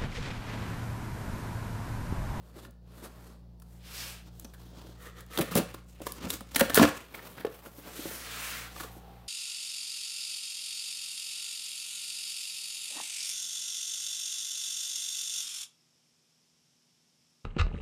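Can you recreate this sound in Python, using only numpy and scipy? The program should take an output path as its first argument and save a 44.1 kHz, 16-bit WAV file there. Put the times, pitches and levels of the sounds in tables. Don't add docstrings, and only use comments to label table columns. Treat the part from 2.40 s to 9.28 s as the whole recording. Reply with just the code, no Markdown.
import sys
import numpy as np
from scipy import signal
from scipy.fft import rfft, irfft
from scipy.io import wavfile

SR = 44100
rng = np.random.default_rng(int(sys.argv[2]) if len(sys.argv) > 2 else 0)


def persist_wave(psi):
    counts = np.round(np.clip(psi, -1, 1) * 32767).astype(np.int16)
    wavfile.write(sys.argv[1], SR, np.atleast_2d(counts).T)


N = 303395
TIME = np.arange(N) / SR
# f/Hz, density/dB
RASP_SPECTRUM = [(300, -21), (700, 3), (1150, 3), (1900, -3.5), (2500, -3.5), (3500, 0.5), (5500, -6.5),
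                 (9000, -22)]
# f/Hz, density/dB
FLAP_SPECTRUM = [(180, 7.5), (300, 4.5), (480, 5.5), (750, 0), (1100, 0.5), (1500, -3.5), (1850, -7),
                 (2250, -7.5), (2700, -8), (3500, -8), (7000, -19.5), (11000, -18), (14200, -13.5),
                 (16000, -19)]


def from_db(db):
    return 10 ** (np.asarray(db) / 20)


def unit_rms(x):
    return x / np.sqrt(np.mean(x ** 2) + 1e-20)


def at_hz(points, hz):
    f, value = np.transpose(points)
    return np.interp(np.log(np.maximum(hz, 1)), np.log(f), value)


def band(x, low_hz, high_hz, order=3):
    return signal.sosfilt(signal.butter(order, [low_hz, high_hz], "band", fs=SR, output="sos"), x)


def colour(x, spectrum, size=4096):
    hz = np.fft.rfftfreq(size, 1 / SR)
    corner_hz = .5 * spectrum[0][0]
    gain = from_db(at_hz(spectrum, hz)) / (1 + (corner_hz / np.maximum(hz, 1)) ** 2)
    cepstrum = irfft(np.log(gain))
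    cepstrum[1:size // 2] *= 2
    cepstrum[size // 2 + 1:] = 0
    response = irfft(np.exp(rfft(cepstrum)))
    return signal.fftconvolve(x, response / np.linalg.norm(response))[:N]


def resonance(x, hz, width_hz):
    r = np.exp(-np.pi * width_hz / SR)
    feedforward = np.array([1, 0, -1]) * (1 - r * r) / 2
    feedback = [1, -2 * r * np.cos(2 * np.pi * hz / SR), r * r]
    return signal.lfilter(feedforward, feedback, x + 1e-18)


def body(x, modes):
    return sum(from_db(db) * resonance(x, hz, width_hz) for hz, width_hz, db in modes)


def drift(per_s):
    knots = rng.standard_normal(4000)
    return np.interp(TIME * per_s, np.arange(len(knots)), knots)


def grains(per_s, spread_db):
    sizes = from_db(spread_db * np.minimum(rng.exponential(1, N), 4))
    signs = rng.choice([-1, 1], N)
    return unit_rms(sizes * signs * (rng.random(N) < per_s / SR))


def add(track, at_s, sound):
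    start = round(at_s * SR)
    track[start:start + len(sound)] += sound[:N - start]


def swell_db(peak_s, rise_s, fall_s, shape):
    away = np.maximum((peak_s - TIME) / rise_s, (TIME - peak_s) / fall_s)
    return -12.5 * np.minimum(away, 8) ** shape


def slide(strokes, spectrum, per_s, spread_db, judder_db, gain_db, shape, modes=()):
    scrape_gain, hiss_gain = np.zeros((2, N))
    for peak_s, rise_s, fall_s, level_db, hiss_db in strokes:
        speed_db = swell_db(peak_s, rise_s, fall_s, shape)
        scrape_gain = np.maximum(scrape_gain, from_db(level_db + speed_db))
        hiss_gain = np.maximum(hiss_gain, from_db(level_db + hiss_db + 1.36 * speed_db))
    rub = colour(grains(per_s, spread_db), spectrum) * from_db(judder_db * drift(per_s=110))
    rub = rub + from_db(6) * body(rub, modes)
    hiss = unit_rms(band(rub, 6500, 20000))
    scrape = band(rub, 60, 6500) / np.std(band(rub, 500, 6000))
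    return from_db(gain_db) * (scrape_gain * scrape + hiss_gain * hiss)


def wander(x, depth_db):
    edges_hz = np.geomspace(800, 12800, 9)
    out = x
    for low_hz, high_hz in zip(edges_hz, edges_hz[1:]):
        gain = from_db(depth_db * drift(per_s=14))
        out = out + (gain - 1) * band(x, low_hz, high_hz, order=1)
    return out


def hum_and_air(hum_hz=58.45, air_db=-11):
    # multiple of hum_hz, level/dB
    lines = [(1, -1), (2, -7.5), (2.06, -14.5), (3, -7), (4, -21)]
    # t/s, level/dB
    levels = [(0, -53), (0.7, -52.5), (1.6, -50.5), (4.3, -53), (4.6, -59), (5.3, -58.5), (5.9, -53.5),
              (6.5, -51), (6.88, -55)]
    # f/Hz, density/dB
    air_spectrum = [(25, -30.5), (50, -14), (80, -4), (130, 2.5), (200, -4.5), (300, -9.5), (480, -10.5),
                    (900, -17), (1300, -34), (2200, -43), (4500, -30), (8000, -45), (16000, -38.5)]
    hum = sum(from_db(db) * np.sin(2 * np.pi * (k * hum_hz * TIME + rng.random())) for k, db in lines)
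    air = unit_rms(colour(rng.standard_normal(N), air_spectrum))
    level_db = np.interp(TIME, *np.transpose(levels))
    return from_db(level_db) * (np.sqrt(2) * hum + from_db(air_db) * air)


def room(x, first_echo_s=0.01):
    # f/Hz, T60/s
    t60 = [(100, 0.37), (300, 0.18), (600, 0.37), (1500, 0.42), (4000, 0.4), (9000, 0.34), (16000, 0.13)]
    # f/Hz, level/dB
    wet = [(250, -14), (1500, -8), (13000, -13)]
    t, response = TIME[:SR * 3 // 4], 0
    edges_hz = np.geomspace(70, 18000, 10)
    for low_hz, high_hz in zip(edges_hz, edges_hz[1:]):
        hz = np.sqrt(low_hz * high_hz)
        decay = from_db(-60 * t / at_hz(t60, hz)) * (t > first_echo_s)
        echoes = band(rng.standard_normal(len(t)), low_hz, high_hz) * decay / np.linalg.norm(decay)
        response = response + from_db(at_hz(wet, hz)) * echoes
    return signal.fftconvolve(x, response)[:N]


def crease(hz=775, width_hz=150, rub_db=0.5):
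    # t/s, rise/s, fall/s, level/dB
    bends = [(6.45, 0.09, 0.041, -67.5), (6.71, 0.75, 0.38, -59)]
    slips = grains(per_s=900, spread_db=3.2)
    squeak = resonance(resonance(slips, hz, width_hz), hz, width_hz)
    rub = colour(grains(per_s=9000, spread_db=1.4), FLAP_SPECTRUM)
    envelope = sum(from_db(db + swell_db(*timing, shape=1.44)) for *timing, db in bends)
    return envelope * (unit_rms(squeak) + from_db(rub_db) * unit_rms(rub))


def creaks(edge_s=0.0061, rasp_db=-15.5, gain_db=2.5):
    # t/s, level/dB, f/Hz
    events = [(4.747, -46, 2230), (4.793, -49, 1830), (4.986, -44, 1670), (5.014, -47.5, 1810),
              (5.264, -49.5, 1450), (6.365, -47, 1190)]
    rasp = unit_rms(colour(grains(per_s=3000, spread_db=2.5), RASP_SPECTRUM))
    out = np.zeros(N)
    for at_s, db, hz in events:
        patch = unit_rms(resonance(rasp, hz, width_hz=300))
        envelope = from_db(db + gain_db + swell_db(at_s, edge_s, edge_s, shape=1.4))
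        out += envelope * (patch + from_db(rasp_db) * rasp)
    return out


def grip():
    # t/s, rise/s, fall/s, level/dB, hiss/dB
    strokes = [(0.1, .2, 0.067, -61.5, -6), (0.18, 0.051, 0.058, -49, -6.5),
               (0.248, 0.059, 0.027, -51, -4.5), (0.59, .1, 0.058, -52.5, -4),
               (0.648, 0.034, 0.034, -45, -3), (0.84, 0.248, 0.15, -55, -4.5),
               (1.05, .12, 0.178, -70.5, -14), (1.35, 0.145, 0.089, -64, 1.5)]
    # f/Hz, density/dB
    spectrum = [(130, -42), (220, 0.5), (539, -6), (623, -6.5), (681, -11), (1110, -10), (2190, -19.5),
                (4400, -20), (5760, -25.5), (9860, -27), (13900, -26), (16000, -33.5)]
    return slide(strokes, spectrum, per_s=5000, spread_db=0, judder_db=1.5, gain_db=-3.5, shape=1.43)


def palm():
    # t/s, rise/s, fall/s, level/dB, hiss/dB
    strokes = [(1.48, 0.059, .06, -51, -1), (1.61, .15, 0.18, -44, 2)]
    # f/Hz, density/dB
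    spectrum = [(220, -0.5), (500, 1), (850, -0.5), (1200, 2), (2000, 2.5), (2700, 4.5), (3600, 2),
                (5200, -3.5), (6500, -11.5), (10000, -15), (14400, -15.5), (16000, -21)]
    return slide(strokes, spectrum, per_s=25000, spread_db=3.5, judder_db=0.5, gain_db=-2, shape=1.84)


def fingers():
    # t/s, rise/s, fall/s, level/dB, hiss/dB
    strokes = [(5.56, 0.043, 0.3, -45, -0.5), (5.7, 0.25, 0.14, -42.5, 2.5),
               (6.05, 0.13, 0.233, -60.5, 19.5), (6.41, 0.13, 0.1066, -47.5, 0),
               (6.565, 0.17, 0.051, -60.5, 5)]
    # f/Hz, density/dB
    spectrum = [(250, 7), (500, 5), (800, -3.5), (1400, 0), (3000, -1.5), (5000, -4), (8000, 0.5),
                (12000, 0.5), (14200, 3.5), (16000, -5)]
    return slide(strokes, spectrum, per_s=15000, spread_db=-1, judder_db=1.6, gain_db=-3, shape=1.54)


def flaps():
    # t/s, rise/s, fall/s, level/dB, hiss/dB
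    strokes = [(4.75, 0.045, 0.096, -50, -0.5), (4.875, 0.19, 0.13, -52.5, 0),
               (4.99, 0.034, 0.076, -48, -5.5), (5.15, 0.11, 0.15, -55, 0.5),
               (5.267, 0.045, 0.036, -52.5, 1), (5.385, 0.12, 0.074, -57.5, 5),
               (5.478, 0.043, 0.0497, -46, -5)]
    return slide(strokes, FLAP_SPECTRUM, per_s=3900, spread_db=1, judder_db=3, gain_db=-0.5, shape=1.2)


def drag():
    # t/s, rise/s, fall/s, level/dB, hiss/dB
    strokes = [(6.12, .41, 0.18, -41, -2), (6.41, .03, 0.0256, -53.5, 0)]
    # f/Hz, density/dB
    spectrum = [(130, -31), (220, -21), (263, -3), (391, -15), (435, -4.5), (612, -8.5), (669, -8.5),
                (907, -8), (1350, -0.5), (1500, -2), (2030, -1.5), (4090, -6.5), (12700, -13), (14100, -16),
                (16000, -10.5)]
    return slide(strokes, spectrum, per_s=20000, spread_db=1, judder_db=0.7, gain_db=-1.5, shape=3.4)


def singing(q=2):
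    # t/s, rise/s, fall/s, level/dB, f/Hz
    strokes = [(1.6, .07, .09, -46.5, 4950), (6.06, .11, 0.067, -45, 2490)]
    catches = grains(per_s=12000, spread_db=2.4)
    out = np.zeros(N)
    for *timing, db, hz in strokes:
        song = resonance(resonance(catches, hz, hz / q), hz, hz / q)
        out += from_db(db + swell_db(*timing, shape=1.9)) * unit_rms(song)
    return out


def blade_probe():
    # t/s, rise/s, fall/s, level/dB, hiss/dB
    strokes = [(1.87, 0.019, 0.025, -53, -7.5), (1.99, 0.097, 0.14, -61, -1), (2.28, 0.287, .08, -60, -3.5),
               (2.45, 0.2, 0.15, -55, -7.5), (2.63, .06, 0.059, -61, 3)]
    # f/Hz, density/dB
    spectrum = [(180, 7.5), (330, 6), (650, -0.5), (1300, -4), (2300, -12.5), (3300, -6), (4300, -9),
                (5600, -11), (8000, -12.5), (11500, -14), (14000, -12), (16000, -16)]
    return slide(strokes, spectrum, per_s=14000, spread_db=3.5, judder_db=3, gain_db=-2, shape=1.8)


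def blade_saw():
    # t/s, rise/s, fall/s, level/dB, hiss/dB
    strokes = [(2.665, 0.085, 0.065, -49, -8), (2.795, 0.054, 0.042, -47.5, -10.5),
               (2.97, 0.072, 0.19, -43, -5.5)]
    # f/Hz, density/dB
    spectrum = [(200, 7), (400, 7.5), (800, -1.5), (2500, -3.5), (5000, -6), (7500, -1.5), (11000, -0.5),
                (14000, 2.5), (16000, -9)]
    # f/Hz, width/Hz, level/dB
    lid_modes = [(510, 67, 2), (1270, 150, 7.5), (1603, 126, -8), (1825, 140, 5.5), (3300, 970, -8)]
    return slide(strokes, spectrum, per_s=3300, spread_db=-0.5, judder_db=1.5, gain_db=-1.5, shape=1.53,
                 modes=lid_modes)


def tape_peel():
    # t/s, rise/s, fall/s, level/dB, hiss/dB
    strokes = [(3.178, 0.043, 0.035, -35, -1.5), (3.31, 0.05, 0.1, -55, -5),
               (3.51, 0.082, 0.11, -69.5, 5.5), (3.72, 0.15, 0.082, -52.5, -0.5),
               (3.855, 0.058, 0.032, -41, -8), (3.93, 0.05, 0.04, -43, 7.5), (4.2, 0.09, .12, -44.5, 2),
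               (4.42, 0.092, 0.092, -33, 0), (4.56, 0.042, 0.14, -52, -1)]
    # f/Hz, density/dB
    spectrum = [(100, 5), (130, -6), (263, 1), (356, -3), (543, -3.5), (651, -15), (1290, -9),
                (1680, -13.5), (2670, -11.5), (11100, -30.5), (14500, -27.5), (16000, -35)]
    return slide(strokes, spectrum, per_s=2500, spread_db=1.5, judder_db=4, gain_db=0, shape=1.6)


def jogs(per_s=16):
    # start/s, end/s
    spells = [(0.141, 0.28), (2.301, 2.52)]
    rows = []
    for start_s, end_s in spells:
        for at_s in np.arange(start_s, end_s, 1 / per_s):
            late_s = rng.uniform(0, .5 / per_s)
            rows.append((at_s + late_s, rng.uniform(-56.5, -48.5), rng.uniform(175, 396)))
    return rows


def panel_knocks(decay_cycles=1.754, gentle_db=-38.5, swing_db=-4.5, slap_db=-8.5):
    # t/s, level/dB, f/Hz
    knocks = [(0.625, -47.5, 350), (2.047, -46.5, 215), (2.977, -32.5, 480), (2.99, -24, 352),
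              (3.001, -26.5, 160), (3.018, -29, 232.8), (3.116, -36.5, 180), (3.156, -21, 206),
              (3.165, -23.5, 232), (3.172, -26, 157), (3.186, -26.5, 340), (3.196, -29, 209),
              (3.207, -39, 129.5), (3.343, -45, 332), (3.603, -41, 355), (3.615, -39.5, 310),
              (3.667, -40, 440), (3.841, -34, 202), (3.865, -35.5, 184.2), (3.908, -44, 213),
              (4.008, -42.5, 204), (4.161, -31.5, 262), (4.209, -17, 537), (4.215, -21.5, 226),
              (4.299, -33, 278.6), (4.376, -13.5, 434), (4.397, -13.5, 240), (4.415, -14, 256),
              (4.43, -13, 300), (4.444, -19, 527), (5.048, -24, 435), (5.072, -38, 462),
              (5.268, -44.5, 351), (5.381, -45.5, 286), (5.592, -38, 310), (5.655, -33, 332),
              (5.71, -47, 426), (6.073, -50.5, 484), (6.405, -44.5, 339), (6.444, -44, 450),
              (6.565, -47, 346)]
    # f/Hz, density/dB
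    slap_spectrum = [(130, -10), (250, 9), (600, 5.5), (1100, -8), (1800, -14), (4000, -21),
                     (12000, -71.5)]
    swing, contact = np.zeros((2, N))
    t = TIME[:SR // 10]
    for at_s, db, hz in knocks + jogs():
        press_s = 0.00069 * from_db(0.92 * max(gentle_db - db, 0))
        envelope = (1 - np.exp(-t / press_s)) * np.exp(-t / (decay_cycles / hz + press_s))
        envelope *= from_db(db) / np.sqrt(np.sum(envelope ** 2) / (.014 * SR))
        add(swing, at_s, np.sqrt(2) * envelope * np.sin(2 * np.pi * hz * t))
        add(contact, at_s, envelope)
    slap = colour(rng.standard_normal(N), slap_spectrum)
    return band(from_db(swing_db) * swing + from_db(slap_db) * contact * slap, 78, 14000, order=2)


def tape_snaps(quick_s=0.0065, crack_gain_db=3, rasp_gain_db=-0.5):
    # t/s, length/s, crack/dB, rasp/dB, patch f/Hz
    snaps = [(0.25, 0.00224, -64.5, -48, 1410), (0.308, 0.0019, -59, -75, 1380),
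             (1.199, 0.0024, -59, -64, 5680), (1.219, 0.0076, -57.5, -59, 1200),
             (1.997, 0.00097, -40, -53, 3800), (2.046, 0.0058, -50, -46.5, 5900),
             (2.137, 0.016, -58.5, -56.5, 1630), (2.806, 0.0053, -50, -52, 1780),
             (2.863, 0.0032, -59, -78, 1500), (2.975, 0.0037, -34, -27.5, 3520),
             (2.986, 0.0076, -33, -31, 1080), (3.009, 0.0157, -34.5, -34, 2380),
             (3.112, 0.023, -44.5, -40.5, 1233), (3.153, 0.0052, -23.5, -32.5, 950),
             (3.162, 0.0078, -29, -38.5, 3600), (3.175, 0.0114, -28, -35, 2960),
             (3.341, 0.0096, -48.5, -43.5, 1080), (3.618, 0.0045, -48, -50.5, 2660),
             (3.667, 0.0089, -39, -33.5, 970), (3.721, 0.00083, -32.5, -52.5, 4880),
             (3.903, 0.0034, -27.5, -29.5, 3600), (4.007, 0.00566, -48, -44, 1150),
             (4.147, 0.005, -39.5, -32.5, 5540), (4.1593, 0.0069, -21.5, -22.5, 1950),
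             (4.195, 0.012, -26, -27, 1660), (4.207, 0.0072, -25.5, -20, 1900),
             (4.297, 0.011, -37.5, -31.5, 1660), (4.345, 0.0026, -17.5, -29, 6400),
             (4.353, 0.018, -21.5, -28, 1700), (4.3721, 0.007, -31, -16.5, 1600),
             (4.383, 0.0066, -28.5, -23, 1340), (4.394, 0.0092, -37, -19.5, 1110),
             (4.41, 0.012, -38, -26, 920), (4.429, 0.0138, -38, -22, 1640), (4.453, 0.0025, -51, -22, 1240),
             (5.052, 0.0027, -48, -46, 650), (5.065, 0.0088, -61.5, -45, 1370),
             (6.399, 0.018, -45.5, -40.5, 1340), (6.433, 0.012, -48.5, -43.5, 1280)]
    # f/Hz, density/dB
    crack_spectrum = [(1500, -63), (3500, 1.5), (6000, 2.5), (10000, 8), (14500, 6.5), (16500, 8.5)]
    film = colour(grains(per_s=9000, spread_db=5), crack_spectrum)
    board = colour(grains(per_s=7000, spread_db=5), RASP_SPECTRUM)
    t, out = TIME[:SR // 20], np.zeros(N)
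    for at_s, length_s, crack_db, rasp_db, hz in snaps:
        hold_s, decay_s = .6 * length_s, .0014 + .35 * length_s
        envelope = np.exp(-np.maximum(t - hold_s, 0) / decay_s)
        if length_s < quick_s:
            envelope += from_db(-9) * np.exp(-t / 0.0005)
        else:
            envelope *= 1 - np.exp(-t / 0.00013)
        strength = np.sqrt(np.mean(envelope ** 2))
        start = rng.integers(N - len(t))
        crack = unit_rms(envelope * film[start:start + len(t)])
        tear = unit_rms(envelope * board[start:start + len(t)])
        patch = unit_rms(resonance(tear, hz, width_hz=380))
        add(out, at_s, from_db(crack_db + crack_gain_db) * strength * crack)
        add(out, at_s, from_db(rasp_db + rasp_gain_db) * strength * unit_rms(tear + patch))
    return out


def scene():
    # f/Hz, width/Hz, level/dB
    box_modes = [(175, 25, 5), (247, 44, -3.5), (294.6, 15, 0), (444, 34, -4), (540, 26, 5.5),
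                 (561.7, 11, 1), (680, 30, -3), (1117, 130, -4.5), (1416, 35, 2.5), (1710, 120, 2)]
    blows = tape_snaps() + panel_knocks()
    box_ring = from_db(-5) * body(blows, box_modes)
    rubbing = grip() + palm() + blade_probe() + blade_saw() + tape_peel() + flaps() + fingers() + drag()
    direct = blows + box_ring + wander(rubbing, depth_db=1.6) + singing() + creaks() + crease()
    return (direct + room(direct) + hum_and_air())[None]


def record(dry, ceiling=0.7, low_cut_hz=18.4, high_cut_hz=15750):
    rounded = ceiling * np.tanh(dry / ceiling)
    high_pass = signal.butter(4, low_cut_hz, "high", fs=SR, output="sos")
    low_pass = signal.ellip(10, .05, 60, high_cut_hz, fs=SR, output="sos")
    return signal.sosfiltfilt(low_pass, signal.sosfilt(high_pass, rounded))


dry = scene()
out = record(dry)
persist_wave(out)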